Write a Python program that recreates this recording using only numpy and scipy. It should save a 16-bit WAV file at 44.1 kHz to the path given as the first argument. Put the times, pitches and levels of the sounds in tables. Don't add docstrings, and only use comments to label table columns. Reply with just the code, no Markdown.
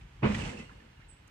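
import sys
import numpy as np
from scipy import signal
from scipy.fft import rfft, irfft, next_fast_len
from scipy.io import wavfile
from scipy.ndimage import map_coordinates

SR = 44100
rng = np.random.default_rng(int(sys.argv[2]) if len(sys.argv) > 2 else 0)


def output_pcm(signal):
    pcm = np.clip(np.atleast_2d(signal).T, -1, 1) * 32767
    wavfile.write(sys.argv[1], SR, np.round(pcm).astype(np.int16))


def invert_db(level):
    return 10 ** (np.asarray(level, dtype=float) / 20)


N = 57330
SECONDS = np.arange(N) / SR


def unit(x):
    return x / np.sqrt(np.mean(x ** 2) + 1e-20)


def along(points, hz):
    f, v = np.transpose(points)
    return np.interp(np.log(hz + 1), np.log(f + 1), v)


def level_at(points, outside_db=None):
    return np.interp(SECONDS, *np.transpose(points), outside_db, outside_db)


def wobble(rate):
    knots = rng.standard_normal(int(N * rate / SR) + 4)
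    return map_coordinates(knots, [np.arange(N) * rate / SR])


def filtered(x, response):
    m = next_fast_len(N + SR // 2)
    return irfft(rfft(x, m) * response(np.fft.rfftfreq(m, 1 / SR)), m)[..., :N]


def noise(spectrum):
    return unit(filtered(rng.standard_normal((2, N)), lambda hz: invert_db(along(spectrum, hz))))


def dying(t60_of, spectrum):
    hz, t, z = signal.stft(rng.standard_normal((2, N)), SR, nperseg=512, noverlap=448)
    gain = invert_db(along(spectrum, hz))[:, None]
    fall = invert_db(-60 * t / along(t60_of, hz)[:, None]) / np.sqrt(np.mean(gain ** 2))
    return signal.istft(z * gain * fall, SR, nperseg=512, noverlap=448)[1][:, :N]


def add(bus, s, sound):
    i = round(s * SR)
    bus[:, i:] += sound[:, :N - i]


def rise(rise_s):
    return 1 - np.exp(-SECONDS / rise_s)


def ring(hz, t60, rise_s):
    hz, t60 = np.reshape(hz, (-1, 1)), np.reshape(t60, (-1, 1))
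    turn = rng.uniform(0, 2 * np.pi, (2, len(hz), 1)) * [[[0]], [[1]]]
    return np.sin(2 * np.pi * hz * SECONDS + turn) * invert_db(-60 * SECONDS / t60) * rise(rise_s)


def tap(db, hz, t60, rise_s):
    wave = np.sin(2 * np.pi * hz * SECONDS + [[0], [2.5]])
    return invert_db(db - 60 * SECONDS / t60) * rise(rise_s) * wave


# (pitch [Hz], level [dB per Hz])
AIR = [(180, -1), (300, -3.5), (684, -12.5), (952, -7), (1100, -13), (1260, -9.5), (2830, -11),
       (4130, -20.5), (15500, -40.5)]
# (pitch [Hz], level [dB per Hz])
RUMBLE = [(13, -44), (22, -24), (42, 1.5), (65, -6), (131, -8), (152, -13.5), (400, -36), (520, -62),
          (880, -120)]
# (time [s], level [dB])
ROLL = [(0, -48.5), (.07, -50.5), (.1, -56.5), (.3, -43), (.48, -38), (.53, -53.5), (.75, -53.5), (.8, -56),
        (.95, -55.5), (1.02, -52), (1.13, -54.5), (1.17, -58.5), (1.3, -55)]


def murmur():
    hiss = invert_db(-63 + 0.42 * wobble(2.7)) * noise(AIR)
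    rumble = invert_db(level_at(ROLL) + 1.3 * wobble(14.5)) * noise(RUMBLE)
    return hiss + rumble


# (time [s], peak level [dB], pitch [Hz], time to fall 60 dB [s], spread [octaves])
KNOCKS = [(.345, -30, 2402, 0.04, 0.75), (.397, -43.5, 2550, 0.072, 0.19), (.449, -40.5, 2900, 0.028, 0.39),
          (.492, -41, 2050, 0.038, 0.46), (0.575, -66, 5700, 0.2, 0.14), (0.59, -46.5, 2415, 0.27, 0.4),
          (0.01, -54.5, 2800, 0.06, 0.42), (0.712, -57.5, 1700, 0.12, 0.25), (.8, -63, 2100, 0.15, 0.44),
          (1.001, -59, 1978, 0.17, 0.73), (.699, -56, 1123, 0.15, 0.34)]
# (pitch [Hz], level [dB per Hz])
SCRAPE = [(400, -26), (750, -3.5), (1450, -6.5), (2800, -6.5), (4000, -16), (7800, -19), (10300, -32.5),
          (11200, -43.5), (15500, -48)]


def knocks():
    out = np.zeros((2, N))
    for s, db, hz, t60, octaves in KNOCKS:
        spread = np.linspace(-1, 1, 13) + .06 * rng.standard_normal(13)
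        gains = invert_db(-9 * spread[:, None] ** 2) * rng.standard_normal((13, 1))
        cluster = (gains * ring(hz * 2 ** (octaves * spread), [t60] * 13, 0.00045)).sum(axis=1)
        crack_level = invert_db(-6.5 - 60 * SECONDS / 0.064) * np.minimum(SECONDS / 0.0056, 1)
        add(out, s, invert_db(db) * (0.32 * cluster + crack_level * noise(SCRAPE)))
    return out


# (time [s], level [dB], pitch [Hz])
THUDS = [(0.032, -35, 63.5), (0.344, -22, 50.3), (0.358, -38.5, 86.5), (.392, -23, 109), (0.432, -36, 60),
         (0.476, -42, 118), (0.453, -52, 111), (0.536, -34.5, 249), (0.591, -48, 170), (0.713, -45, 55.5),
         (0.993, -36, 102), (1.03, -59, 65), (1.125, -49, 79)]


def thuds():
    out = np.zeros((2, N))
    for s, db, pitch_hz in THUDS:
        modes = ring(pitch_hz * np.array([.8, 1.05, 1.4]), [0.1] * 3, 0.0041)
        add(out, s, invert_db(db - 11) * modes.sum(axis=1))
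    return out


# (time [s], peak level [dB], extra level of the deep rings [dB])
BLOWS = [
    (.222, -28.5, -4),
    (0.2287, -16, 6),
    (.237, -16.5, -6.5),
    (.252, -18, -9),
    (0.264, -25.5, 16),
    (.286, -29, -19),
    (.299, -23.5, -1.5),
]
# (pitch [Hz], level [dB], time to fall 60 dB [s])
FRAME = [(99.5, -19, 0.93), (125, -16, 0.15), (232, -16, 0.15), (317, -7, 0.07), (426, -7.5, 0.093),
         (510, -20, 0.3), (633, -40, 0.17), (839, -12.5, 0.22), (976, -28.5, 0.27), (1075, -23, 0.2),
         (1555, -29, 0.3), (2004, -20, 0.14), (2460, -12, 0.078), (2800, -21.5, 0.14)]
# (pitch [Hz], level [dB per Hz])
PLATES = [(24, -14), (40, -6), (218, -8), (622, -14.5), (735, -16.5), (1080, -13), (1370, -20.5),
          (2480, -19.5), (12000, -82.5), (15600, -100), (22000, -120)]
# (pitch [Hz], time to fall 60 dB [s])
PLATE_T60 = [(60, 1), (200, 0.32), (800, 0.15), (3000, 0.22), (10000, 0.82)]


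def blows():
    out = np.zeros((2, N))
    hz, level, t60 = np.transpose(FRAME)
    for s, db, deep_db in BLOWS:
        deep = hz < 170
        scatter_db = 1.5 * rng.standard_normal(len(hz))
        gains = invert_db(level + deep_db * deep + scatter_db)[:, None]
        plates = dying(PLATE_T60, PLATES) * rise(0.0043)
        frame = (gains * ring(hz, t60, 0.00043)).sum(axis=1)
        add(out, s, invert_db(db - 11) * (frame + invert_db(-1) * plates))
    return out


# (time [s], peak level [dB], pitch [Hz], time to fall 60 dB [s])
BOOMS = [(.2245, -27, 200, .15), (.229, -18.5, 129.8, .13), (.233, -22.5, 340.5, 0.095),
         (.243, -28.5, 429.3, 0.11), (0.2492, -18.5, 209, .18), (0.255, -30.5, 81.7, 0.21),
         (.275, -30, 190, 0.1), (.2865, -31, 140, .12), (.2965, -20.5, 206, .17), (.329, -35.5, 147, 0.19),
         (.358, -30, 215, .2), (.385, -32, 175, 0.16), (.465, -35, 199.5, 0.17), (.485, -35, 110.4, 0.13)]


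def booms():
    out = np.zeros((2, N))
    for s, db, hz, t60 in BOOMS:
        add(out, s, tap(db, hz, t60, 0.0037))
    return out


# (time [s], level [dB])
EFFORT = [(.225, -77), (.25, -60), (.33, -53), (.41, -51), (.5, -53.5), (.55, -62.5), (.6, -61),
          (.68, -72.5), (.8, -79), (.95, -84.5), (1.01, -85), (1.05, -80), (1.09, -100)]


def grind():
    grit = unit(noise(SCRAPE) * invert_db(wobble(300) + 0.35 * wobble(31.4)))
    return invert_db(level_at(EFFORT) + 6) * grit


# (time [s], level [dB])
LOAD = [
    (.24, -78),
    (.3, -38.5),
    (.4, -42),
    (.5, -44),
    (.55, -46),
    (.6, -46.5),
    (.63, -49.5),
    (.655, -58.5),
    (.88, -63),
]
# (pitch [Hz], level [dB per Hz])
GROAN = [(40, -7), (110, -6), (220, 4.5), (280, -3.5), (357, -10.5), (500, -6.5), (690, -20.5), (900, -19),
         (1300, -60)]


def shudder():
    return invert_db(level_at(LOAD, -160) + 0.64 * wobble(27.2)) * noise(GROAN)


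# (time [s], level [dB])
PRESS = [
    (.3, -89),
    (.39, -62),
    (.44, -53),
    (.53, -58.5),
    (.56, -59),
    (.6, -57),
    (.67, -68),
    (.8, -75.5),
    (1.15, -94),
]
SQUEAL_HZ = [2080, 2620, 2815, 3000, 4350, 7955, 9170]
# (width [Hz], level [dB], growth with pressure [dB per dB])
SQUEALS = [(80, -8, 0.84), (260, -1, 1.6), (60, -11.5, .5), (200, -8, 2.2), (100, -19, 0.6),
           (80, -16.5, .95), (90, -24.5, .8)]


def squeal():
    out = np.zeros((2, N))
    press_db = level_at(PRESS, -160)
    hardest_db = press_db.max()
    for hz, (width, db, grows) in zip(SQUEAL_HZ, SQUEALS):
        resonance = lambda f: width ** 2 / (width ** 2 + 4 * (f - hz) ** 2)
        line = unit(filtered(rng.standard_normal((2, N)), resonance))
        squeal_db = hardest_db + grows * (press_db - hardest_db) + db
        out += invert_db(squeal_db + 1.3 * wobble(59.3)) * line
    return out


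# (time [s], peak level [dB], pitch [Hz], time to fall 60 dB [s])
TAPS = [(.304, -48, 2050, .06), (.3465, -39.5, 2400, 0.034), (.348, -36.5, 1953, 0.053),
        (0.3968, -41, 1707, 0.036), (0.406, -49, 3050, 0.086), (0.417, -37, 2800, 0.043),
        (0.42, -43, 2580, .06), (.4475, -48, 3230, 0.033), (0.453, -51, 2918, 0.15),
        (.4915, -48, 2020, 0.056), (.533, -47.5, 1750, .05), (.572, -46, 2667, 0.057),
        (.59, -48, 2010, 0.037), (.596, -48.5, 2624, .1), (0.6939, -47.5, 1400, 0.027),
        (.695, -48, 1690, 0.013), (0.716, -56, 1710, 0.057), (.803, -59, 1767, .1),
        (0.973, -68.5, 2836, 0.2), (1.01, -62.5, 1630, 0.046), (1.021, -59, 1860, 0.054),
        (1.024, -63, 2126, 0.12), (1.043, -70.5, 3890, 0.065)]


def link_taps():
    out = np.zeros((2, N))
    for s, db, hz, t60 in TAPS:
        add(out, s, tap(db, hz, t60, 0.00059))
    return out


# (time [s], pitch [Hz], level [dB])
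CALL = [
    [(1.079, 6600, -86), (1.087, 8000, -64), (1.095, 8350, -60), (1.101, 8150, -59.5), (1.108, 7830, -60),
     (1.117, 8070, -58), (1.126, 7800, -65), (1.133, 7900, -61), (1.139, 7600, -84)],
    [(1.132, 8200, -81), (1.139, 9100, -70), (1.146, 9700, -86), (1.154, 9400, -83), (1.159, 8600, -78),
     (1.163, 7600, -79)],
]


def bird():
    call = 0
    flutter = 1 + 0.4 * np.sin(2 * np.pi * 155 * SECONDS + .6 * wobble(39.7))
    for s, hz, db in map(np.transpose, CALL):
        pitch = np.interp(SECONDS, s, hz) + 60 * wobble(270)
        level = invert_db(np.interp(SECONDS, s, db, -160, -160) + 5.5)
        call = call + flutter * level * np.sin(2 * np.pi * np.cumsum(pitch) / SR)
    trees_t60 = 0.25
    tail = rng.standard_normal((2, SR // 2)) * invert_db(-60 * SECONDS[:SR // 2] / trees_t60)
    echo = signal.fftconvolve(call[None], tail / np.linalg.norm(tail[0]), axes=1)[:, :N]
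    return call * invert_db([[-19], [0]]) + invert_db(-6) * echo * invert_db([[-4], [0]])


# (time [s], peak level [dB])
TICKS = [
    (1.2766, -53),
    (1.2804, -48.5),
]
# (pitch [Hz], level [dB])
TICK = [(5000, -36), (6200, -6), (9500, -9), (11500, -24), (15000, -27)]


def ticks():
    out = np.zeros((2, N))
    for s, db in TICKS:
        add(out, s, invert_db(db - 5 - 60 * SECONDS / 0.0039) * noise(TICK))
    return out


# (pitch [Hz], share [0 to 1])
LINKED = [(250, 0.35), (700, 0.15), (3000, 0.22), (12000, 0.13)]
# (pitch [Hz], side over mid [dB])
SIDES = [(60, -30.5), (150, -24), (380, 0), (950, 0), (2380, -0.5), (5980, 1), (15000, -1)]
# (pitch [Hz], left over right [dB])
LEAN = [(60, 1), (240, -2), (950, -4.5), (3770, -5), (15000, -4)]


def scene():
    struck = blows() + booms() + thuds() + knocks() + link_taps() + ticks()
    rubbed = grind() + shudder() + squeal()
    mid, free = struck + rubbed + murmur()
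    share = lambda hz: np.clip(along(LINKED, hz), 0, 1)
    tied = filtered(mid, lambda hz: share(hz) * np.exp(0.92j))
    loose = filtered(free, lambda hz: np.sqrt(1 - share(hz) ** 2))
    side = filtered(tied + loose, lambda hz: invert_db(along(SIDES, hz)))
    lean = lambda hz: invert_db(np.outer([.5, -.5], along(LEAN, hz)))
    return filtered(np.array([mid + side, mid - side]), lean) + bird()


def band_limit(x):
    return signal.sosfilt(signal.butter(12, 15610, fs=SR, output="sos"), x)


def record(dry):
    bass_cut = lambda hz: (1j * hz / (30 + 1j * hz)) ** 2
    mix = filtered(dry, lambda hz: bass_cut(hz) * (hz < 15620))
    return band_limit(mix)


dry = scene()
out = record(dry)
output_pcm(out)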